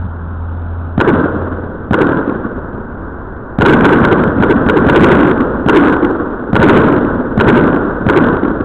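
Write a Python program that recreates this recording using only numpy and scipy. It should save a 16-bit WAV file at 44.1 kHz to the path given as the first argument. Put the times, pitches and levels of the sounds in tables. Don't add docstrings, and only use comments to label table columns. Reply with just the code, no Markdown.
import sys
import numpy as np
from scipy import signal
from scipy.io import wavfile
from scipy.ndimage import uniform_filter1d

SR = 44100
rng = np.random.default_rng(int(sys.argv[2]) if len(sys.argv) > 2 else 0)


def wrap_up_sound(samples):
    columns = np.atleast_2d(samples).T
    tamed = np.clip(columns, -1, 1)
    steps = np.round(tamed * 32767).astype(np.int16)
    wavfile.write(sys.argv[1], SR, steps)


def nominal_scale(level):
    x = np.asarray(level, float) / 20
    return 10 ** x


N = 381024
CAMERA_RATE = 8000

# delay in seconds, depth of the wall in seconds,
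# pitch of its body in Hz, body level in dB, crack level in dB.
WALL_ECHOES = [(0.017, 0.0084, 320, -11.5, -17), (.025, 0.0031, 445, -11, 0), (.035, 0.0084, 400, -4.5, 0),
               (.043, 0.011, 360, -5.5, -13.5), (.071, .006, 260, -5, -9.5), (.099, 0.006, 380, 0, -12),
               (.110, .018, 345, 0.5, -4.5), (.123, 0.0053, 385, -1.5, -13.5),
               (.140, 0.015, 255, -14, -13.5), (.149, 0.009, 290, -6, -12), (.163, 0.017, 236, -5.5, -18),
               (.185, 0.0096, 345, -13.5, -17.5), (.212, 0.013, 270, -13.5, -28),
               (.223, 0.0056, 455, -6, -7.5), (0.238, 0.01, 320, -14, -15), (.265, .018, 290, -14.5, -20),
               (.305, 0.0067, 375, -14, -14), (.371, 0.01, 300, -7.5, -24.5),
               (.389, 0.014, 310, -10, -15.5), (.417, 0.0053, 310, -11.5, -20.5),
               (.45, .012, 390, -16, -20), (.543, 0.015, 330, -17, -20.5)]


def shells(likeness=.6):
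    # start in seconds, blast strength in dB, bass in dB, answer of the far walls in dB,
    # ring of the mortar tube in dB.
    firings = [(0.9785, 1, 1, -6, -13), (1.909, 0.5, 1, 1, -12.5), (3.5865, 1, 1.5, 1, -9.5),
               (3.6278, 0.5, -2, 1.5, -8.5), (3.821, 0.5, 2, -4, -7), (4.016, -1.5, 4.5, 0, -8),
               (4.401, -1, 0.5, 4, -12), (4.6639, -0.5, 0.5, 3.5, -9), (4.8644, 1.5, 3, 7, -13),
               (4.9267, -1, -2, -5.5, -8.5), (5.0101, 1.5, -1, -1.5, -8.5), (5.662, -1.5, -3.5, -0.5, 6.5),
               (6.5306, 2, 1.5, -7, -11.5), (6.5943, -1, 2, 1, -10.5), (6.6626, 1, 2, -1, -9),
               (7.3761, 2, 1.5, -1, -13.5), (7.4666, -1, -0.5, -1.5, -9.5), (8.0647, 2, 0.5, 2, -11)]
    lead = .0002
    lumps_db = 3
    bright_db, bright_per_tube_db = 2.49, 0.2825
    tube = signal.iirpeak(311, 1.6, SR)

    out = np.zeros(N)
    frames = 330
    shape = rng.uniform(-1, 1, (len(WALL_ECHOES), 8))
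    shared = rng.standard_normal((frames, 129, 2)) @ [1, 1j]
    lumps = uniform_filter1d(shared[:, -1:].real, size=3, axis=0)
    lumps = nominal_scale(lumps_db * np.tanh(lumps / lumps.std()))
    same = np.clip(likeness, 0, 1)
    for start, strength_db, bass_db, far_db, tube_db in firings:
        colour = bright_db + bright_per_tube_db * tube_db, bass_db
        change = rng.standard_normal((len(WALL_ECHOES), 8))
        own = rng.standard_normal((frames, 129, 2)) @ [1, 1j]
        scatter = same * shared + np.sqrt(1 - same ** 2) * own
        answer = roll(lumps * scatter, *colour)
        add(answer, 0, nominal_scale(-11 + bass_db) * burst(97, .035, 1.5))
        add(answer, 0, walls(shape, change, *colour, far_db))
        answer = answer + nominal_scale(tube_db) * signal.lfilter(*tube, answer)
        add(out, start - lead, nominal_scale(strength_db) * blast())
        add(out, start, nominal_scale(strength_db) * answer)
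    return out


def blast(swell=.001, ring_hz=208):
    t = np.arange(0, .02, 1 / SR)
    envelope = (t / swell) ** 2 * np.exp(-t / swell)
    return nominal_scale(13.5) * envelope * np.sin(2 * np.pi * ring_hz * t)


def walls(shape, change, bright_db, bass_db, far_db):
    # pitch in Hz, spread of pitch between walls as a share, level in dB.
    ring_parts = [
        (182.5, 0.32, -1.5),
        (355.3, 0.013, -0.5),
        (1486, 0.062, -3),
        (996, 0.14, -4.5),
    ]
    usual_depth, far_delay = 0.0089, .33
    fewest_cycles = 2.8
    out = np.zeros(SR)
    for wall, fixed, moved in zip(WALL_ECHOES, shape, change):
        delay, depth, body_hz, body_db, crack_db = wall
        boom_db = -13.5 + 9 * np.log2(depth / usual_depth) - 17.0 * delay
        levels = boom_db + bass_db, body_db, crack_db + bright_db, crack_db + bright_db
        for k, (hz, spread, db) in enumerate(ring_parts):
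            hz = body_hz if k == 1 else hz
            length = max(1.41 * depth, fewest_cycles / hz)
            phase = 3 * fixed[k + 4] + .5 * moved[k + 4]
            ring = burst(hz * (1 + spread * fixed[k]), length, phase)
            db = levels[k] + db + 0.63 * moved[k] + far_db * (delay > far_delay)
            add(out, delay - length / 2, nominal_scale(db) * ring)
    return out


def roll(chance, bright_db, bass_db):
    # pitch in Hz, starting level in dB, time to die away by 60 dB in seconds.
    roll_bands = [(61.3, -28.5, 2), (97, -21, 4.9), (161.3, -23.5, 2.9), (227, -16, 3.9), (334, -17, 2.6),
                  (489, -16, 2.6), (750, -26, 2.5), (953, -22.5, 2.3), (1260, -24, 2.6), (1510, -20, 2.3),
                  (1758, -32.5, 2), (2260, -52, 1.8)]
    boom_top_hz, crack_bottom_hz = 225, 700
    hz = np.fft.rfftfreq(256, 1 / CAMERA_RATE)
    t = np.arange(len(chance)) * 64 / CAMERA_RATE
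    db = read(roll_bands, hz) + bright_db * (hz > crack_bottom_hz) + bass_db * (hz < boom_top_hz)
    db = db - 60 * t[:, None] / read(roll_bands, hz, column=2)
    tail = signal.istft((chance * nominal_scale(db - 5)).T, nperseg=256, noverlap=192)[1]
    build_up = 1 - np.exp(-np.arange(len(tail)) / (0.061 * CAMERA_RATE))
    return signal.resample_poly(tail * build_up, SR, CAMERA_RATE)


def burst(hz, length, phase):
    t = np.arange(0, length, 1 / SR)
    return np.sin(np.pi * t / length) ** 2 * np.cos(2 * np.pi * hz * (t - length / 2) + phase)


def car():
    # time in seconds, pitch in Hz, level in dB.
    exhaust = [(0, 85.07, -20.5), (.15, 83.9, -28.5), (.45, 84.24, -23), (.9, 85.3, -24.5),
               (1.15, 86.76, -33), (1.45, 86.44, -24.5), (1.75, 86.35, -35), (2.1, 85, -45),
               (3, 86.9, -37.5), (3.55, 79.3, -45.5)]
    # start in seconds, length in seconds, pitch in Hz, level in dB.
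    bump = (.03, .055, 88, -12)
    turns = np.cumsum(curve(exhaust)) / SR
    note = np.sin(2 * np.pi * turns)
    note = note + nominal_scale(-15) * np.sin(np.pi * turns) + nominal_scale(-19.0) * np.sin(6 * np.pi * turns)
    gone = np.clip(exhaust[-1][0] + 0.26 - np.arange(N) / SR, 0, .3) / 0.2
    out = np.sqrt(2) * nominal_scale(curve(exhaust, column=2)) * gone * note
    start, length, hz, db = bump
    add(out, start, nominal_scale(db) * burst(hz, length, 0))
    add(out, start, nominal_scale(db - 7.0) * burst(2.1 * hz, length, 0.82))
    return out


def street():
    # pitch in Hz, level in dB per Hz.
    town_colour = [(12, -28.5), (22, -12), (42, -3.5), (70, -8.5), (150, -15.5), (280, -12.5), (450, -15.5),
                   (750, -23), (980, -19), (1250, -23.5), (1500, -18.5), (1900, -41.5), (2600, -67),
                   (4000, -110)]
    # pitch in Hz, level in dB per Hz.
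    tyre_colour = [(20, -13), (60, -2.5), (110, -2.5), (160, 1.5), (250, -2.5), (330, -13.5), (1000, -12),
                   (1500, -12), (2000, -41), (3000, -82)]
    swell_time, passing = 3.0, 0.89
    t = np.arange(N) / SR
    town_db = -25 - 7.5 * np.clip(1 - (t / swell_time) ** 2, 0, 1)
    tyres_db = np.maximum(-30.0 - 8 * np.maximum(t - passing, 0), -51)
    town = nominal_scale(town_db) * wash(town_colour, patchy_db=0.0)
    return town + nominal_scale(tyres_db) * wash(tyre_colour, patchy_db=0.5)


def wash(spectrum, patchy_db):
    frames, hz = N // 512 + 5, np.fft.rfftfreq(2048, 1 / SR)
    a, b, patches = rng.standard_normal((frames, 1025, 3)).T
    patches = uniform_filter1d(uniform_filter1d(patches, 10, 0), 8, 1)
    db = read(spectrum, hz)[:, None] + patchy_db * patches / patches.std()
    out = signal.istft((a + 1j * b) * nominal_scale(db), nperseg=2048, noverlap=1536)[1][:N]
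    return out / out.std()


def read(points, hz, column=1):
    table = np.transpose(points)
    return np.interp(np.log(hz + 1), np.log(table[0] + 1), table[column])


def curve(rows, column=1):
    table = np.transpose(rows)
    return np.interp(np.arange(N) / SR, table[0], table[column])


def add(mix, start, sound):
    part = mix[max(round(start * SR), 0):][:len(sound)]
    part += sound[:len(part)]


def scene():
    return (shells() + street() + car())[None]


def band_limit(x):
    return signal.sosfilt(signal.butter(12, 15900, fs=SR, output="sos"), x)


def record(dry, full=.70, headroom=0.015, offset=0.01, pass_hz=3960):
    low = signal.resample_poly(dry, CAMERA_RATE, SR, axis=1)
    low = np.clip((low + offset) / full, -1, 1)
    mu = 255
    steps = np.sign(low) * np.log1p(mu * abs(low)) / np.log1p(mu)
    steps = np.round(steps * 127) / 127
    low = full * np.sign(steps) * np.expm1(abs(steps) * np.log1p(mu)) / mu
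    smooth = signal.firwin(numtaps=11467, cutoff=pass_hz, window=("kaiser", 9), fs=80 * SR)
    wide = signal.resample_poly(low, SR, CAMERA_RATE, axis=1, window=smooth, padtype="edge")[:, :N]
    wide = np.pad(wide, ((0, 0), (0, N - wide.shape[1])), "edge")
    wide = np.clip(wide, -full - headroom, full + headroom)
    return band_limit(wide)


dry = scene()
out = record(dry)
wrap_up_sound(out)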